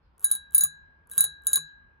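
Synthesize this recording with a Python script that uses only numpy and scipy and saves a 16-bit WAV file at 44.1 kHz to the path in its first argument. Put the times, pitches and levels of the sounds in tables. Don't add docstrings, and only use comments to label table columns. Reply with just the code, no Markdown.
import sys
import numpy as np
from scipy import signal
from scipy.fft import rfft, irfft, next_fast_len
from scipy.io import wavfile
from scipy.ndimage import uniform_filter1d

SR = 44100
rng = np.random.default_rng(int(sys.argv[2]) if len(sys.argv) > 2 else 0)


def elevation(decibels):
    levels = np.asarray(decibels, float)
    return 10 ** (levels / 20)


def put_to_file(sound):
    columns = np.atleast_2d(sound).T
    safe = np.clip(columns, -1, 1)
    whole_steps = np.round(safe * 32767)
    wavfile.write(sys.argv[1], SR, whole_steps.astype(np.int16))


N = 88200
T = np.arange(N) / SR

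# t/s,
# level/dB of the five mode pairs from low to high (5 columns), lean (tilt of level between paired modes)
BLOWS = [(0.2434, -47, -38.5, -36.5, -15, -12, 0), (0.3132, -50, -35, -39, -15, -12, -3),
         (0.3512, -50, -39, -50, -28, -24, -6), (0.5476, -49.5, -42.5, -41.5, -11, -10, 1),
         (0.581, -51, -38.5, -45, -13, -11.5, -5.5), (0.6084, -44.5, -40.5, -36, -22.5, -16.5, 10),
         (.6360, -48.5, -46, -41.5, -22, -10, 9.5), (1.1143, -53.5, -51.5, -59, -36.5, -39.5, -1.5),
         (1.1791, -42.5, -32.5, -32, -15.5, -14, -1), (1.2072, -42.5, -33.5, -39.5, -18, -9, 6.5),
         (1.241, -46.5, -34.5, -42, -22.5, -19.5, 2), (1.4691, -46, -36.5, -36, -15.5, -22.5, -3),
         (1.5318, -42.5, -28.5, -30, -11.5, -23, -6.5), (1.5574, -38.5, -29, -37.5, -19.5, -15.5, 3.5),
         (1.573, -47.5, -40.5, -44, -30.5, -35.5, 7.5)]


def unit(x):
    return x / np.sqrt(np.mean(x ** 2) + 1e-20)


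def along(points, hz):
    f, v = np.transpose(points)
    return np.interp(np.log(hz + 1), np.log(f + 1), v)


def filtered(x, response):
    m = next_fast_len(N + 8192)
    spectrum = rfft(x, m) * response(np.fft.rfftfreq(m, 1 / SR))
    return irfft(spectrum, m)[..., :N]


def noise(spectrum, envelope=1):
    def gain(hz):
        return elevation(along(spectrum, hz))

    size = np.sqrt(np.mean(gain(np.linspace(0, SR / 2, 4096)) ** 2))
    return filtered(envelope * rng.standard_normal(N), gain) / size


def bursts(times, dbs, t60):
    kicks = np.bincount((np.asarray(times) * SR).astype(int), elevation(dbs), N)[:N]
    return signal.lfilter([1], [1, -elevation(-60 / (max(t60, 1e-3) * SR))], kicks)


def level(strokes):
    return sum(elevation(np.interp(T, *np.transpose(p), -120, -120)) for p in strokes)


def knocks(rows, rise_s):
    t = np.maximum(T - np.array(rows)[:, :1], 0)
    _, db, hz, t60 = np.array(rows).T[..., None]
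    fade = elevation(db - 60 * t / t60) * (1 - np.exp(-t / rise_s))
    return (fade * np.sin(2 * np.pi * hz * t)).sum(0)


def dome():
    # level/dB, t60/s of the first ring, dB per unit of lean
    modes = [(0.5, 0.98, 0), (0.5, 0.94, 0.14), (-0.5, 0.3, 0), (-1.5, 0.3, 1), (-1, 0.13, 0.5),
             (2, 0.14, 0.3549), (0.5, 0.085, 0.5), (-2.5, .095, -0.26), (-3, 0.063, 0), (-7.5, 0.041, 0.12)]
    mode_hz = [1608.7, 1653.6, 3899, 3966, 6684, 6782, 9963, 10099, 13781, 13895]
    # left over right/dB, left leads/rad
    ports = [(-0.5, 1.5), (3, -2.5), (1, 0.08), (14, 0.74), (-1.5, 0.43), (2.5, 0), (-0.5, 2.33),
             (1.5, 1.93), (2, 3), (-1, 3.5)]
    # lead over the lower/rad, gain on the return/dB
    upper = [(2.5, 2.5), (-0.6, 1), (-1.47, 4.5), (0.32, -4), (3, 5.5)]
    # from/s, to/s
    returns = [(.45, .8), (1.35, 1.7)]
    swing_on = (2, 14)
    rise_s, mute_s = .0004, 0.00049
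    after_db, after_longer = -14.5, 1.84

    out = np.zeros((2, N))
    ends = [b[0] for b in BLOWS[1:]] + [np.inf]
    for n, ((s, *pair_db, lean), end) in enumerate(zip(BLOWS, ends)):
        a, b = int(s * SR) + 1, int(min(end * SR + 400, N))
        t = T[a:b] - s
        gate = (1 - np.exp(-t / rise_s)) * np.exp(-np.maximum(T[a:b] - end, 0) / mute_s)
        back = any(t0 < s < t1 for t0, t1 in returns)
        for k, (db, t60, tip) in enumerate(modes):
            pair, is_upper = k // 2, k % 2
            hz, (pan_db, lead) = mode_hz[k], ports[k]
            upper_lead, return_db = upper[pair]
            since = s - BLOWS[n - 1][0] if n in swing_on and k < 8 else 0
            swing = 2 * np.pi * hz * (t + since) + is_upper * (upper_lead + np.pi * (not back))
            fade = elevation(-60 * t / t60) + elevation(after_db - 60 * t / (t60 * after_longer))
            strength_db = pair_db[pair] + db + tip * lean + is_upper * back * return_db
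            ring = gate * fade * elevation(strength_db)
            out[0, a:b] += ring * np.sin(swing + lead / 2)
            out[1, a:b] += ring * np.sin(swing - lead / 2) * elevation(-pan_db)
    return out


def contact():
    # f/Hz, level/dB
    crack = [(1200, -54.5), (2000, -31.5), (2900, -27.5), (3900, -17.5), (5300, -23.5), (7500, -2),
             (9500, -8), (12000, 14.5), (15500, -1), (16500, -20), (17000, -89)]
    # f/Hz, level/dB
    clank = [(2800, -45.5), (3400, -9), (3930, 2), (4500, -5.5), (5500, -54)]
    # f/Hz, level/dB
    thump = [(40, -23), (100, 7), (200, 3), (450, -13.5), (800, -3), (1200, -7), (2000, -6), (3000, -120)]
    # crack/dB, thump/dB
    shares = [(-0.5, -9.5), (-3, -10.5), (-7, -2), (-3.5, -16), (2.5, -15), (3, -4), (2.5, -4.5), (4, 0.5),
              (8.5, -5), (3.5, -7.5), (8, 1.5), (4.5, -8.5), (5.5, -3), (5.5, -7), (-7, 3)]
    rows = np.array(BLOWS)
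    times = rows[:, 0]
    crack_db, thump_db = np.transpose(shares)
    force_db = rows[:, 4:6].mean(1)
    rim_db = rows[:, 2]
    cracks = noise(crack, bursts(times, force_db + crack_db + 5, t60=.005))
    clanks = noise(clank) * bursts(times, rim_db - 12.5, t60=0.054)
    thumps = noise(thump) * bursts(times, force_db + thump_db - 24.5, t60=0.056)
    return cracks + clanks + thumps


def gear():
    # t/s, level/dB
    tooth_rows = [(0.1805, -49.5), (0.1955, -45), (0.207, -45), (0.2187, -50.5), (0.2268, -41),
                  (0.2347, -40), (0.2397, -48.5), (0.2955, -38.5), (0.3035, -33.5), (.3400, -41.5),
                  (.358, -40.5), (0.5085, -48.5), (0.5222, -45.5), (0.5325, -44.5), (0.5385, -39.5),
                  (1.0725, -54), (1.0983, -41), (1.1092, -46.5), (1.128, -38.5), (1.1355, -32),
                  (1.1425, -48.5), (1.149, -42), (1.155, -40), (1.1605, -36.5), (1.1675, -39.5),
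                  (1.1735, -37.5), (1.421, -57), (1.4365, -53.5), (1.448, -48), (1.4572, -46), (1.515, -32)]
    # f/Hz, level/dB
    tooth = [(1100, -45.5), (1550, -10.5), (2000, -25.5), (3500, -20), (5300, -30), (6900, -13.5),
             (9000, -13.5), (11000, 4), (12600, -10), (15300, -14.5), (16200, -24), (16800, -78.5)]
    # t/s, level/dB
    whirr = [
        [(.2, -62), (.25, -50.5), (.29, -51.5), (.32, -43), (.36, -44.5), (.385, -67), (.42, -81)],
        [(.52, -64), (.55, -53.5), (.63, -53), (.665, -45.5), (.68, -55.5), (.72, -97)],
        [(1.09, -65.5), (1.12, -52), (1.175, -46), (1.25, -32), (1.27, -78), (1.3, -104)],
        [(1.44, -77), (1.48, -39), (1.52, -49.5), (1.58, -35), (1.61, -57), (1.66, -80.5)],
    ]
    # f/Hz, level/dB
    scrape = [(1800, -45), (2800, -18.5), (5500, -30), (7800, -10), (9200, -22.5), (11000, 6),
              (13000, -10.5), (15300, -11), (16500, -61.5)]
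    # t/s, level/dB before a common 1 dB cut
    grinding = [
        [(0.17, -72), (0.256, -57.5), (0.292, -67.5), (0.32, -52), (0.408, -78.5), (0.42, -93)],
        [(0.5, -84.5), (0.548, -60.5), (0.628, -56), (0.66, -58), (0.678, -92), (0.72, -103)],
        [(1.06, -73), (1.174, -60), (1.182, -47.5), (1.236, -55.5), (1.242, -51), (1.31, -72.5)],
        [(1.41, -80.5), (1.466, -61.5), (1.57, -53), (1.58, -49), (1.612, -70), (1.64, -74.5)],
    ]
    # f/Hz, level/dB
    grind = [(120, -39), (200, -8), (334, -11.5), (440, -1.5), (729, -16), (1100, -2.5), (1320, -6.5),
             (1450, -1.5), (1880, -34), (3190, -120)]
    steady = 0.11

    teeth = bursts(*np.transpose(tooth_rows), t60=.01)
    draw = rng.standard_normal((2000, 2))
    at = np.cumsum(abs(draw[:, 0])) / 290
    size_db = 1.5 * draw[:, 1]
    heard = at < N / SR
    grain = unit(bursts(at[heard], size_db[heard], t60=.011))
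    scraping = noise(scrape, level(whirr) * (steady + (1 - steady) * grain))
    return noise(tooth, teeth) + scraping + elevation(-1) * level(grinding) * noise(grind)


def lever():
    # t/s, level/dB, pitch over usual (ratio)
    stops = [(.649, -39, 1.04), (1.573, -32.5, .97)]
    # f/Hz, level/dB, t60/s
    modes = [(1150, -0.5, .045), (2510, -25, 0.11), (3500, -28.5, .06), (5300, -30, .06)]
    rows = [(s, db + mode_db, hz * pitch, t60)
            for s, db, pitch in stops for hz, mode_db, t60 in modes]
    return knocks(rows, rise_s=0.004)


def handlebar():
    # t/s, level/dB, f/Hz, t60/s
    hums = [(.64, -45.5, 149.4, 0.29), (1.24, -60.5, 151.4, 0.71), (1.58, -41.5, 155, 0.24)]
    return knocks(hums, rise_s=0.031)


def spread(x):
    # f/Hz, phase/rad
    lead = [(150, 0), (300, 1.1), (1200, 1.3), (3000, .3), (7000, 0), (10000, 1.9), (12300, 2.3),
            (14000, 2.9), (16000, 5.6)]
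    # f/Hz, level/dB
    left = [(150, 1), (300, 5), (800, 6), (1500, 2), (6000, 0)]

    def ports(hz):
        turn = np.exp(np.outer([.5j, -.5j], along(lead, hz)))
        return turn * elevation(np.outer([.5, -.5], along(left, hz)))

    return filtered(x, ports)


def yard(x):
    # f/Hz, t60/s
    decay = [(500, 0.083), (4000, 0.17), (12000, 0.056)]
    hz, t, z = signal.stft(rng.standard_normal((2, SR // 2)), SR, nperseg=256)
    fade = elevation(-60 * t / along(decay, hz)[:, None])
    tail = signal.istft(z * fade, SR, nperseg=256)[1]
    return signal.fftconvolve(x[None], tail / np.linalg.norm(tail[0]), axes=1)[:, :N]


def birds():
    # t/s, level/dB
    twitter = [(0, -82), (.12, -95), (1.6, -105), (1.68, -77), (1.8, -79), (1.86, -98.5), (2, -100)]
    low_hz, high_hz = (3130, 5260)
    per_s, note_s = 550, 0.057
    draw = rng.random((900, 3))
    at = np.cumsum(2 * draw[:, 0]) / per_s
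    u = np.linspace(0, 1, int(note_s * SR))
    start_hz = low_hz + (high_hz - low_hz) * draw[:, 1:2]
    hz = start_hz * (1 + .15 * (draw[:, 2:] - .6) * u)
    notes = np.sin(np.pi * u) ** 2 * np.sin(2 * np.pi * np.cumsum(hz, 1) / SR)
    where = (at * SR).astype(int)[:, None] + np.arange(len(u))
    flock = np.bincount(where.ravel(), notes.ravel(), N)[:N]
    return level([twitter]) * unit(flock)


def town():
    # f/Hz, level/dB
    colour = [(15, -58.5), (30, -13.5), (68, -0.5), (110, -16), (146, -13), (190, -18.5), (400, -27.5),
              (700, -28.5), (900, -21.5), (1500, -30), (2500, -38), (4000, -48), (6000, -60.5),
              (8000, -100)]
    # f/Hz, correlation
    alike = [(60, 1), (150, 0.51), (300, .7), (640, 0.1), (1400, .05)]
    z = signal.stft(rng.standard_normal((2, N)), nperseg=512)[2]
    field = rng.standard_normal(z.shape[1:])
    field = uniform_filter1d(uniform_filter1d(field, 5, 0), 12, 1)
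    patches = elevation(1.5 * unit(field))
    pair = signal.istft(z * patches, nperseg=512)[1][:, :N]

    def mid_side(hz):
        turn = np.arccos(np.clip(along(alike, hz), -1, 1)) / 2
        return elevation(along(colour, hz)) * [np.cos(turn), np.sin(turn)]

    mid, side = filtered(pair, mid_side)
    return elevation(-63) * unit(np.array([mid + side, mid - side]))


def scene():
    works = contact() + gear() + lever() + handlebar()
    ring = dome()
    echo = yard(elevation(-21) * works + elevation(-20) * ring[0] + birds())
    return ring + spread(works) + echo + town()


def band_limit(x):
    return signal.sosfilt(signal.butter(12, 17130, fs=SR, output="sos"), x)


def record(dry):
    return band_limit(dry)


dry = scene()
out = record(dry)
put_to_file(out)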